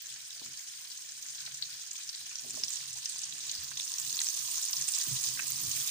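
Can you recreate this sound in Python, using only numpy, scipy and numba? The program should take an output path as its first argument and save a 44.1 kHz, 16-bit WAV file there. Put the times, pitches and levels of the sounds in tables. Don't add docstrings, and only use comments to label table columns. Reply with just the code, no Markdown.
import sys
import numpy as np
from scipy import signal
from scipy.fft import rfft, irfft
from scipy.io import wavfile
from numba import njit

SR = 44100
rng = np.random.default_rng(int(sys.argv[2]) if len(sys.argv) > 2 else 0)


def output_pcm(signal):
    pcm = np.clip(np.atleast_2d(signal).T, -1, 1) * 32767
    wavfile.write(sys.argv[1], SR, np.round(pcm).astype(np.int16))


def voltage_ratio(decibels):
    exponent = np.asarray(decibels, float) / 20
    return 10 ** exponent


N = 260190

# frequency in Hz, level in dB.
BOOM_RESPONSE = [(25, -41), (60, -25), (85, -12), (112, -13), (124, -5), (134, 2), (146, -5), (160, -12),
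                 (190, -11), (230, -40)]
# frequency in Hz, level in dB.
RATTLE_RESPONSE = [(150, -25), (205, -4.5), (243, 8), (280, -1.5), (319, 3), (400, -1.5), (520, -18.5),
                   (700, -3.5), (1100, -23), (1500, -16)]
# start in seconds, hold in seconds, boom in dB, rattle in dB.
BUMPS = [(0.433, .01, -78, -60), (0.465, .02, -64.5, -76), (1.387, 0.18, -67.5, -83),
         (1.618, 0.13, -70, -77.5), (2.19, 0.072, -70, -75), (2.444, 0.054, -67, -62),
         (2.54, 0.1, -65.5, -61), (2.81, 0.15, -65.5, -75), (3.11, 0.7, -71.5, -72.5),
         (3.622, 0.14, -63.5, -69), (4.028, 0.1, -62, -64.5), (4.145, 0.015, -63, -80),
         (4.347, 0.2, -67.5, -70.5), (4.788, 0.021, -63.5, -68), (5.104, 0.02, -48.5, -58.5),
         (5.278, 0.18, -62, -63.5), (5.515, 0.18, -58, -60.5), (5.746, 0.085, -55.5, -62)]
# start in seconds, peak in dB, pitch in Hz, ring length in cycles.
KNOCKS = [(0.416, -43, 336, 3.4), (0.416, -44, 920, 4.1), (.424, -46, 644, 5), (2.46, -50, 423, 10),
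          (2.553, -53, 243, 16), (2.574, -40, 620, 15), (2.571, -54, 1070, 41), (2.445, -46, 614, 11),
          (2.46, -56, 770, 9.9), (2.597, -48.5, 430, 7.2), (3.581, -56.5, 80, 13), (4.037, -68, 144, 10),
          (5.071, -39, 300, 2.7), (5.081, -42, 138.7, 18.5), (5.289, -50, 131, 18), (5.671, -48, 95, 8.3)]
# time in seconds, phone over the pan from 0 to 1, stirring from 0 to 1.
HANDS = [
    (0, 0.12, 0.14),
    (1.2, 0.13, 0.31),
    (2.3, 0.5, 0.06),
    (2.55, 0.9, 0.38),
    (3.4, 1, 0.02),
    (3.85, 0.9, 0.52),
    (4.07, 0.84, 1),
    (5.1, 0.88, 0.83),
    (5.4, 0.6, 0.99),
    (5.9, 0, 0.95),
]
# time in seconds, delay of the right one in milliseconds.
RIGHT_DELAY = [(0, 1.32), (2.2, 1.3), (2.7, 1.12), (5.3, 1.14), (5.9, 0.88)]
# time in seconds, level in dB.
SIZZLE = [(0.0, -44), (0.93, -44.5), (2.45, -42.5), (2.58, -39.5), (3.01, -40.5), (3.17, -40), (3.62, -39),
          (3.78, -39.5), (4.14, -37), (4.6, -36.5), (4.81, -35), (5.13, -34.5), (5.27, -34.5), (5.42, -37),
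          (5.9, -35)]
# frequency in Hz, left level in dB, right level in dB.
MICROPHONE_COLOUR = [(300, -35, -41.5), (466, -22, -30.5), (1240, -21.5, -15), (1976, -12.5, -12.5),
                     (1972, -15, -18), (2430, -11, -12.5), (4500, -2.5, -5), (6730, -1.5, -1),
                     (6980, -5, -2), (9180, -5, -6), (11140, -30, -16.5), (13350, -70, -18.5),
                     (15140, -56, -5.5), (16600, -27, 0.5)]
# frequency in Hz, width in Hz, level in dB.
PAN_MODES = [(782, 24, 0), (1035, 45, -1), (1523, 30, -4), (1790, 45, -3), (2000, 24, 2), (6650, 500, -11)]
# start in seconds, peak in dB, pitch in Hz, left minus right in dB, length in cycles.
PLOPS = [(1.474, -31, 1770, -4, 3.3), (1.478, -49.5, 700, -5, 2.9), (2.633, -32, 2150, -7, 3.2),
         (3.159, -44.5, 990, -3, 4), (3.715, -34, 1570, -12, 3.2), (4.208, -26.5, 1960, 7, 2.8),
         (4.216, -40, 1660, 6, 4.2), (4.269, -26, 2240, 1, 1.9), (5.3915, -26.5, 2400, -5, 8.1),
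         (5.3965, -24, 2370, 0, 6.3), (5.3965, -23.5, 1710, -4, 4), (5.373, -30.5, 1800, -7, 4.5),
         (5.392, -32.5, 1660, -25, 4.3), (1.6235, -26.5, 3940, 4, 16), (1.6315, -33, 4000, -3, 11),
         (1.638, -31, 4300, -3, 11), (1.65, -37, 3900, -3, 14)]
# start in seconds, peak in dB.
TICKS = [(0.018, -32), (3.4705, -41), (3.635, -31), (4.0881, -42), (4.4204, -37), (4.7096, -26),
         (4.842, -34), (5.1965, -35), (5.5032, -22), (5.613, -24), (5.8321, -29), (5.8825, -38)]
# start in seconds, peak in dB, pitch in Hz, left minus right in dB.
SPITS_AWAY = [(0.069, -27, 6200, 5), (0.1412, -34, 6420, 8), (0.2035, -35.5, 3700, -1),
              (0.3066, -33.5, 3500, 1), (0.377, -36, 4320, 1), (0.3956, -33, 4400, 0),
              (0.4411, -33, 6500, 2), (0.4608, -27, 6400, 3), (0.5328, -32, 6420, -11),
              (0.6856, -43, 5730, 0), (0.7597, -33, 7360, 2), (0.9065, -32, 6960, 6),
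              (1.1198, -26.5, 6500, 2), (1.1902, -40, 6120, 6), (1.1986, -42, 6590, 4),
              (1.2853, -27.5, 6120, 5), (1.3051, -26, 8050, -1), (1.3907, -34, 6400, 3),
              (1.4069, -28, 6290, 5), (1.4624, -28, 4050, -1), (1.543, -27, 6360, -5),
              (1.5481, -28, 5680, 4), (1.5722, -28, 6700, 1), (1.6241, -22, 4430, 0),
              (1.627, -36, 4340, -11), (1.6318, -35, 4150, -12), (1.6534, -39, 5770, 2),
              (1.7039, -30, 8400, 1), (1.7289, -36, 4000, 7), (1.7414, -31, 4820, 2),
              (1.8149, -36, 6370, -5), (1.8323, -31, 6550, -7), (1.9095, -27, 6760, -1),
              (1.9127, -21, 6450, -5), (1.9802, -32, 6200, 4), (2.0444, -37, 6980, 7),
              (2.0761, -35, 6500, 9), (2.0914, -21.5, 5440, 1), (2.0951, -28, 4600, -7),
              (2.1485, -27.5, 4200, 0), (2.1587, -28, 7020, 3), (2.1928, -32, 8200, -5),
              (2.2628, -34, 5700, 2), (2.2661, -30.5, 6540, 3), (2.2958, -41, 6860, 2),
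              (2.3555, -21, 5470, -2), (2.3598, -35, 6680, -1), (2.3854, -26, 5670, -4),
              (2.3942, -26, 5400, 1), (2.4199, -30, 6070, -5)]
# start in seconds, peak in dB, pitch in Hz, left minus right in dB.
SPITS_OVER = [(2.498, -27, 6240, 2), (2.507, -21, 6940, 5), (2.509, -28, 6500, 1), (2.552, -24.5, 6700, -5),
              (2.5587, -30, 5340, -5), (2.5928, -33, 6590, -10), (2.6356, -13, 5220, -3),
              (2.6473, -29, 6640, -13), (2.682, -21.5, 5500, 1), (2.702, -26, 7300, -8),
              (2.7046, -22.5, 6900, -13), (2.7283, -24, 7300, -12), (2.736, -22, 6630, -10),
              (2.7407, -28, 7700, -6), (2.7433, -28, 6420, -6), (2.7562, -21, 6680, -7),
              (2.8116, -41, 6500, -9), (2.8555, -32, 7110, 1), (2.8764, -30.5, 9000, -13),
              (2.894, -39, 6370, -4), (2.9072, -39, 7540, 0), (2.9307, -24, 7100, 4),
              (2.9384, -31, 8200, -13), (2.9676, -29, 8450, -5), (2.986, -30, 7800, -14),
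              (3.057, -16, 5600, 0), (3.0596, -26, 6000, -7), (3.0911, -25, 8050, 0),
              (3.0958, -18, 7460, -5), (3.1607, -25, 6150, 4), (3.1826, -22.5, 8400, -2),
              (3.1913, -21.5, 6100, 1), (3.2171, -22, 7150, 0), (3.234, -25, 5430, -9),
              (3.2405, -23.5, 6560, -10), (3.254, -26, 7900, 1), (3.2943, -27, 6290, -8),
              (3.3084, -28, 6840, -7), (3.3237, -30, 3670, -5), (3.3813, -26, 6550, -2),
              (3.4044, -34.5, 3670, 0), (3.4378, -29, 6070, 2), (3.4803, -25, 6590, -2),
              (3.4957, -24.5, 4100, -2), (3.5142, -18, 6540, -2), (3.5512, -24, 4740, 1),
              (3.5597, -30, 5600, -6), (3.623, -33, 5700, 0), (3.679, -31, 6550, -14),
              (3.7115, -27.5, 5740, -1)]
# start in seconds, peak in dB, pitch in Hz, left minus right in dB.
SPITS_STIRRED = [(3.7716, -25.5, 3730, -2), (3.7747, -20.5, 6200, 0), (3.7973, -23, 3620, -4),
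                 (3.808, -22, 5370, -2), (3.819, -28, 4610, 3), (3.831, -24.5, 6420, -3),
                 (3.8498, -32, 5900, 8), (3.8705, -31, 5550, 3), (3.8779, -23, 5560, 0),
                 (3.8948, -29, 8270, -4), (3.9181, -20.5, 6940, -1), (3.928, -33, 5380, 7),
                 (3.9392, -20, 5730, 3), (3.9836, -17.5, 5800, 0), (3.9985, -18, 7300, -8),
                 (4.0166, -24, 7150, 3), (4.0435, -27, 7800, 1), (4.0488, -25, 6200, 5),
                 (4.0533, -28, 7190, -2), (4.0965, -31, 6070, 0), (4.1046, -25, 6240, 3),
                 (4.1071, -27, 6070, 3), (4.1273, -16, 6300, -3), (4.1688, -17.5, 6100, 0),
                 (4.19, -18.5, 3940, -4), (4.203, -15, 7000, -2), (4.2159, -14, 6230, -6),
                 (4.2357, -19, 8400, -7), (4.2439, -17, 7490, -5), (4.268, -18, 5340, 2),
                 (4.2865, -15, 5900, -2), (4.3006, -23, 6230, -7), (4.3413, -23, 6300, -4),
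                 (4.348, -21, 6570, -6), (4.3733, -21, 5990, 3), (4.3821, -26, 7540, -11),
                 (4.4363, -32, 7280, -1), (4.4654, -24, 6850, -2), (4.471, -34, 6720, -3),
                 (4.5003, -33, 6590, -2), (4.514, -24, 8760, -1), (4.5564, -18, 6600, 0),
                 (4.5622, -26, 6100, 1), (4.581, -25, 6800, 10), (4.592, -25, 6500, 3),
                 (4.6252, -22, 6460, -5), (4.6317, -19, 6550, -4), (4.6419, -18, 6400, 3),
                 (4.6513, -16.5, 8000, -6), (4.685, -18.5, 6500, -1)]
# start in seconds, peak in dB, pitch in Hz, left minus right in dB.
SPITS_RIM = [(4.7298, -18, 5730, -9), (4.734, -19, 4910, 4), (4.768, -19, 5430, 6), (4.7835, -24, 6400, 4),
             (4.809, -22, 8000, -10), (4.8128, -15.5, 6290, -1), (4.8217, -18.5, 5680, -2),
             (4.8409, -22, 5380, -1), (4.879, -22, 6290, -10), (4.8822, -19, 7020, -12),
             (4.8865, -12.5, 8400, -10), (4.91, -25, 6420, -1), (4.9373, -18, 5350, 0),
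             (4.9473, -17.5, 7350, -9), (4.9636, -21, 7410, -11), (4.9864, -16.5, 6350, 0),
             (5.0115, -24, 8310, -6), (5.0216, -20, 5860, 3), (5.0343, -25, 6930, -5),
             (5.0379, -23, 6630, -1), (5.067, -27, 6070, 5), (5.1117, -23, 8600, 2), (5.13, -22, 8500, -4),
             (5.1432, -23, 5680, 1), (5.166, -21, 6700, 7), (5.1894, -23, 6030, 3),
             (5.2307, -20, 6940, -10), (5.2385, -15, 6350, -4), (5.2627, -17, 6260, 0),
             (5.2737, -25, 8300, -2), (5.2874, -19.5, 6460, -11), (5.2963, -29, 8200, -7),
             (5.2995, -26, 6460, -7), (5.3586, -29, 6200, -8), (5.3608, -32, 7060, -5),
             (5.4796, -21.5, 7280, -13), (5.519, -20.5, 6700, -16), (5.5787, -26, 7920, -10),
             (5.586, -26, 6330, -9), (5.596, -26, 5940, 5), (5.602, -24, 6850, -6), (5.6033, -31, 6290, -3),
             (5.6274, -28, 6460, -2), (5.634, -19.5, 8600, -6), (5.6547, -27, 5560, -7),
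             (5.714, -18, 6340, -9), (5.7587, -27, 5860, -4), (5.8004, -21, 8000, -2),
             (5.8257, -23, 6300, -5), (5.8827, -35, 5470, -1)]


def curve(table, s):
    rows = np.array(table, float)
    return [np.interp(s, rows[:, 0], column) for column in rows[:, 1:].T]


def unit(x):
    return x / np.sqrt(np.mean(x ** 2))


def walk(rate, s):
    steps = rng.standard_normal(200 * 6)
    return np.interp(s * rate, np.arange(len(steps)), steps)


def colour(x, hz, db):
    size = 8192
    log_hz = np.log(np.arange(size // 2 + 1) * SR / size + 1)
    cepstrum = irfft(np.interp(log_hz, np.log(hz), db) * np.log(10) / 20)
    cepstrum[1:size // 2] *= 2
    cepstrum[size // 2 + 1:] = 0
    response = irfft(np.exp(rfft(cepstrum)))
    return signal.fftconvolve(x, response)[:N]


@njit
def rings(start, hz, cycles, size, glide, swell, count):
    out = np.zeros(count)
    for g in range(len(start)):
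        first = int(np.ceil(start[g]))
        turn = hz[g] / SR
        for k in range(first, min(count, first + int(1.8 * cycles[g] / turn) + 2)):
            c = (k - start[g]) * turn
            shape = (1 - np.exp(-(c / swell) ** 2)) * np.exp(-3 * c / cycles[g])
            out[k] += size[g] * shape * np.sin(2 * np.pi * c * (1 + glide * c / cycles[g]))
    return out


def shake(t):
    attack_db_s, release_db_s = 500, 178
    s, hold, *peaks_db = np.transpose(BUMPS)[:, :, None]
    rise_db = attack_db_s * np.clip(s - t, 0, 1)
    decay_db = release_db_s * np.clip(t - s - np.abs(hold), 0, 1)
    fall_db = rise_db + decay_db
    stir = curve(HANDS, t)[1]
    rests_db = (-77, -80 + 6 * stir)
    return [np.maximum((peak - fall_db).max(axis=0), rest) + 2.5 * walk(14, t)
            for peak, rest in zip(peaks_db, rests_db)]


def stove():
    boom_db, rattle_db = shake(np.arange(N) / SR)
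    shared, own = rng.standard_normal((2, N)), rng.standard_normal((2, 2, N))
    boom = np.array([colour(shared[0] + 0.5 * x, *np.transpose(BOOM_RESPONSE)) for x in own[0]])
    rattle = np.array([colour(shared[1] + 1.4 * x, *np.transpose(RATTLE_RESPONSE)) for x in own[1]])
    s, db, hz, cycles = np.transpose(KNOCKS)
    knock = rings(s * SR, hz, np.clip(cycles, 1, 30), voltage_ratio(db + 2.5), 0., 0.49, N)
    left, right = unit(boom) * voltage_ratio(boom_db) + unit(rattle) * voltage_ratio(rattle_db + 1.5) + knock
    return np.array([voltage_ratio(-1.8) * left, voltage_ratio(2.44) * np.roll(right, 36)])


def swing(s):
    over, stir = curve(HANDS, s)
    deep_db = -9 + 6 * over + 9 * stir
    low_db = 4 - 5 * over - 6.5 * stir
    fine_db = -3.5 * over + 8.5 * stir
    pan_db = -2.5 * over - 2 * stir
    return deep_db, low_db, fine_db, pan_db


def both_ears(s, hz, cycles, db, pan_db, place_ms, glide):
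    late = np.clip(s + (curve(RIGHT_DELAY, s)[0] + place_ms) / 1000, 0, None)
    cycles = np.clip(cycles, 1, 20)
    return [rings(t * SR, hz, cycles, voltage_ratio(db + side * pan_db / 2), glide, 0.95, N)
            for t, side in ((s, 1), (late, -1))]


def pan_echo(s, hz, cycles, db, pan_db, place_ms, glide, wall_db, wall_s, room_db, room_s):
    t = np.arange(SR // 4) / SR
    wall = voltage_ratio(wall_db - 60 * t / wall_s) * (t > 0.0006)
    room = voltage_ratio(room_db - 60 * t / room_s) * (t > 0.004)
    bursts = (s, hz, cycles, db, pan_db, place_ms)
    out = np.zeros((2, N))
    places = 6
    for k in range(places):
        pair = both_ears(*(v[k::places] for v in bursts), glide)
        echo = (wall + room) * rng.standard_normal((2, len(t)))
        echo[:, 0] = 1
        out += signal.oaconvolve(np.array(pair), echo, axes=1)[:, :N]
    return out


def iron(pair, deep_db):
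    ring = sum(voltage_ratio(db) * signal.lfilter(*signal.iirpeak(hz, hz / width, fs=SR), pair)
               for hz, width, db in PAN_MODES)
    pair = pair + ring
    band = signal.butter(4, [660, 1350], "band", fs=SR, output="sos")
    deep = signal.sosfiltfilt(band, pair)
    return pair + (voltage_ratio(deep_db) - 1) * deep


def foam():
    count = 6 * 9000
    even, bell = rng.random((count, 3)).T, rng.standard_normal((count, 3)).T
    s = even[0] * N / SR
    hz = 400 * 40 ** (even[1] ** 0.6363)
    _, low_db, fine_db, pan_db = swing(s)
    low_share = np.clip(np.log2(3500 / hz) / 1.14, 0, 1)
    fine_share = np.clip(np.log2(hz / 8500) / 0.13, 0, 1)
    tilt_db = low_db * low_share + fine_db * fine_share
    patch = s + np.floor(3 * even[1]) / 30
    flurry_db = 0.3 * walk(9, s) + 1.5 * walk(70, patch) + 1.5 * walk(190, s)
    size_db = np.minimum(-3.6 * np.log(even[2] + 1e-5), 15)
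    db = size_db + flurry_db + tilt_db + 2.32 * np.log2(hz / 6000)
    cycles = 3.8 * (hz / 6000) ** 0.3 * np.exp(0.4 * bell[0])
    pair = pan_echo(s, hz, cycles, db, pan_db + 4 * bell[1], 0.069 * bell[2], glide=0.12,
                    wall_db=-20, wall_s=0.028, room_db=-34, room_s=0.4)
    colour_hz, *ears_db = np.transpose(MICROPHONE_COLOUR)
    pair = np.array([colour(x, colour_hz, ear_db) for x, ear_db in zip(pair, ears_db)])
    t = np.arange(N) / SR
    pair = iron(pair, swing(t)[0])
    return unit(pair) * voltage_ratio(curve(SIZZLE, t)[0] + 1.5)


def stray_spits(usual_cycles):
    count = 6 * 5
    bell = rng.standard_normal((count, 4)).T
    s = rng.random(count) * N / SR
    db = curve(SIZZLE, s)[0] + 11.5 + 0.84 * bell[0]
    hz = 6500 * np.exp(np.clip(0.096 * bell[1], -0.2, 0.3))
    pan_db = swing(s)[3] - 2.5 + 5 * bell[2]
    return s, db, hz, pan_db, usual_cycles * np.exp(0.28 * bell[3])


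def port_ticks():
    s, db = np.transpose(TICKS)
    return s, db, 14900 + 0 * s, -22 + 0 * s, 9.5 + 0 * s


def blade_slips():
    even = rng.random((30, 3)).T
    s = 5.372 + 0.062 * even[0]
    hz = 1900 * 2 ** (0.66 * (even[2] - 0.5))
    return s, -46 + 6 * even[1], hz, -3 + 0 * s, 3 + 0 * s


def spit_rows():
    s, db, hz, pan_db = np.concatenate([SPITS_AWAY, SPITS_OVER, SPITS_STIRRED, SPITS_RIM]).T
    usual_cycles = 5.5
    loud = (s, db + 2.5, hz, pan_db, usual_cycles * (hz / 6000) ** -0.35)
    groups = [loud, np.transpose(PLOPS), port_ticks(), stray_spits(usual_cycles), blade_slips()]
    return np.concatenate(groups, axis=1)


def spits():
    s, db, hz, pan_db, cycles = spit_rows()
    place_ms = 0.027 * rng.standard_normal(len(s))
    snap_hz = np.minimum(0.756 * hz, 5200)
    snap_db = db - 4 - 25 * (hz > 12000) - 8 * (hz < 3000)
    snap = (s, snap_hz, 3 + 0 * s, snap_db, pan_db, place_ms)
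    ring = (s, hz, 1.273 * cycles, db + 4.5, pan_db, place_ms)
    both = (np.concatenate([a, b]) for a, b in zip(ring, snap))
    return pan_echo(*both, glide=0.04, wall_db=-21, wall_s=0.02, room_db=-41, room_s=0.3)


def scene():
    return stove() + foam() + spits()


def band_limit(x):
    return signal.sosfilt(signal.butter(12, 16890, fs=SR, output="sos"), x)


def record(dry):
    low_pass = signal.ellip(14, 0.5, 70, 15490, fs=SR, output="sos")
    mix = signal.sosfilt(low_pass, dry)
    return band_limit(mix)


dry = scene()
out = record(dry)
output_pcm(out)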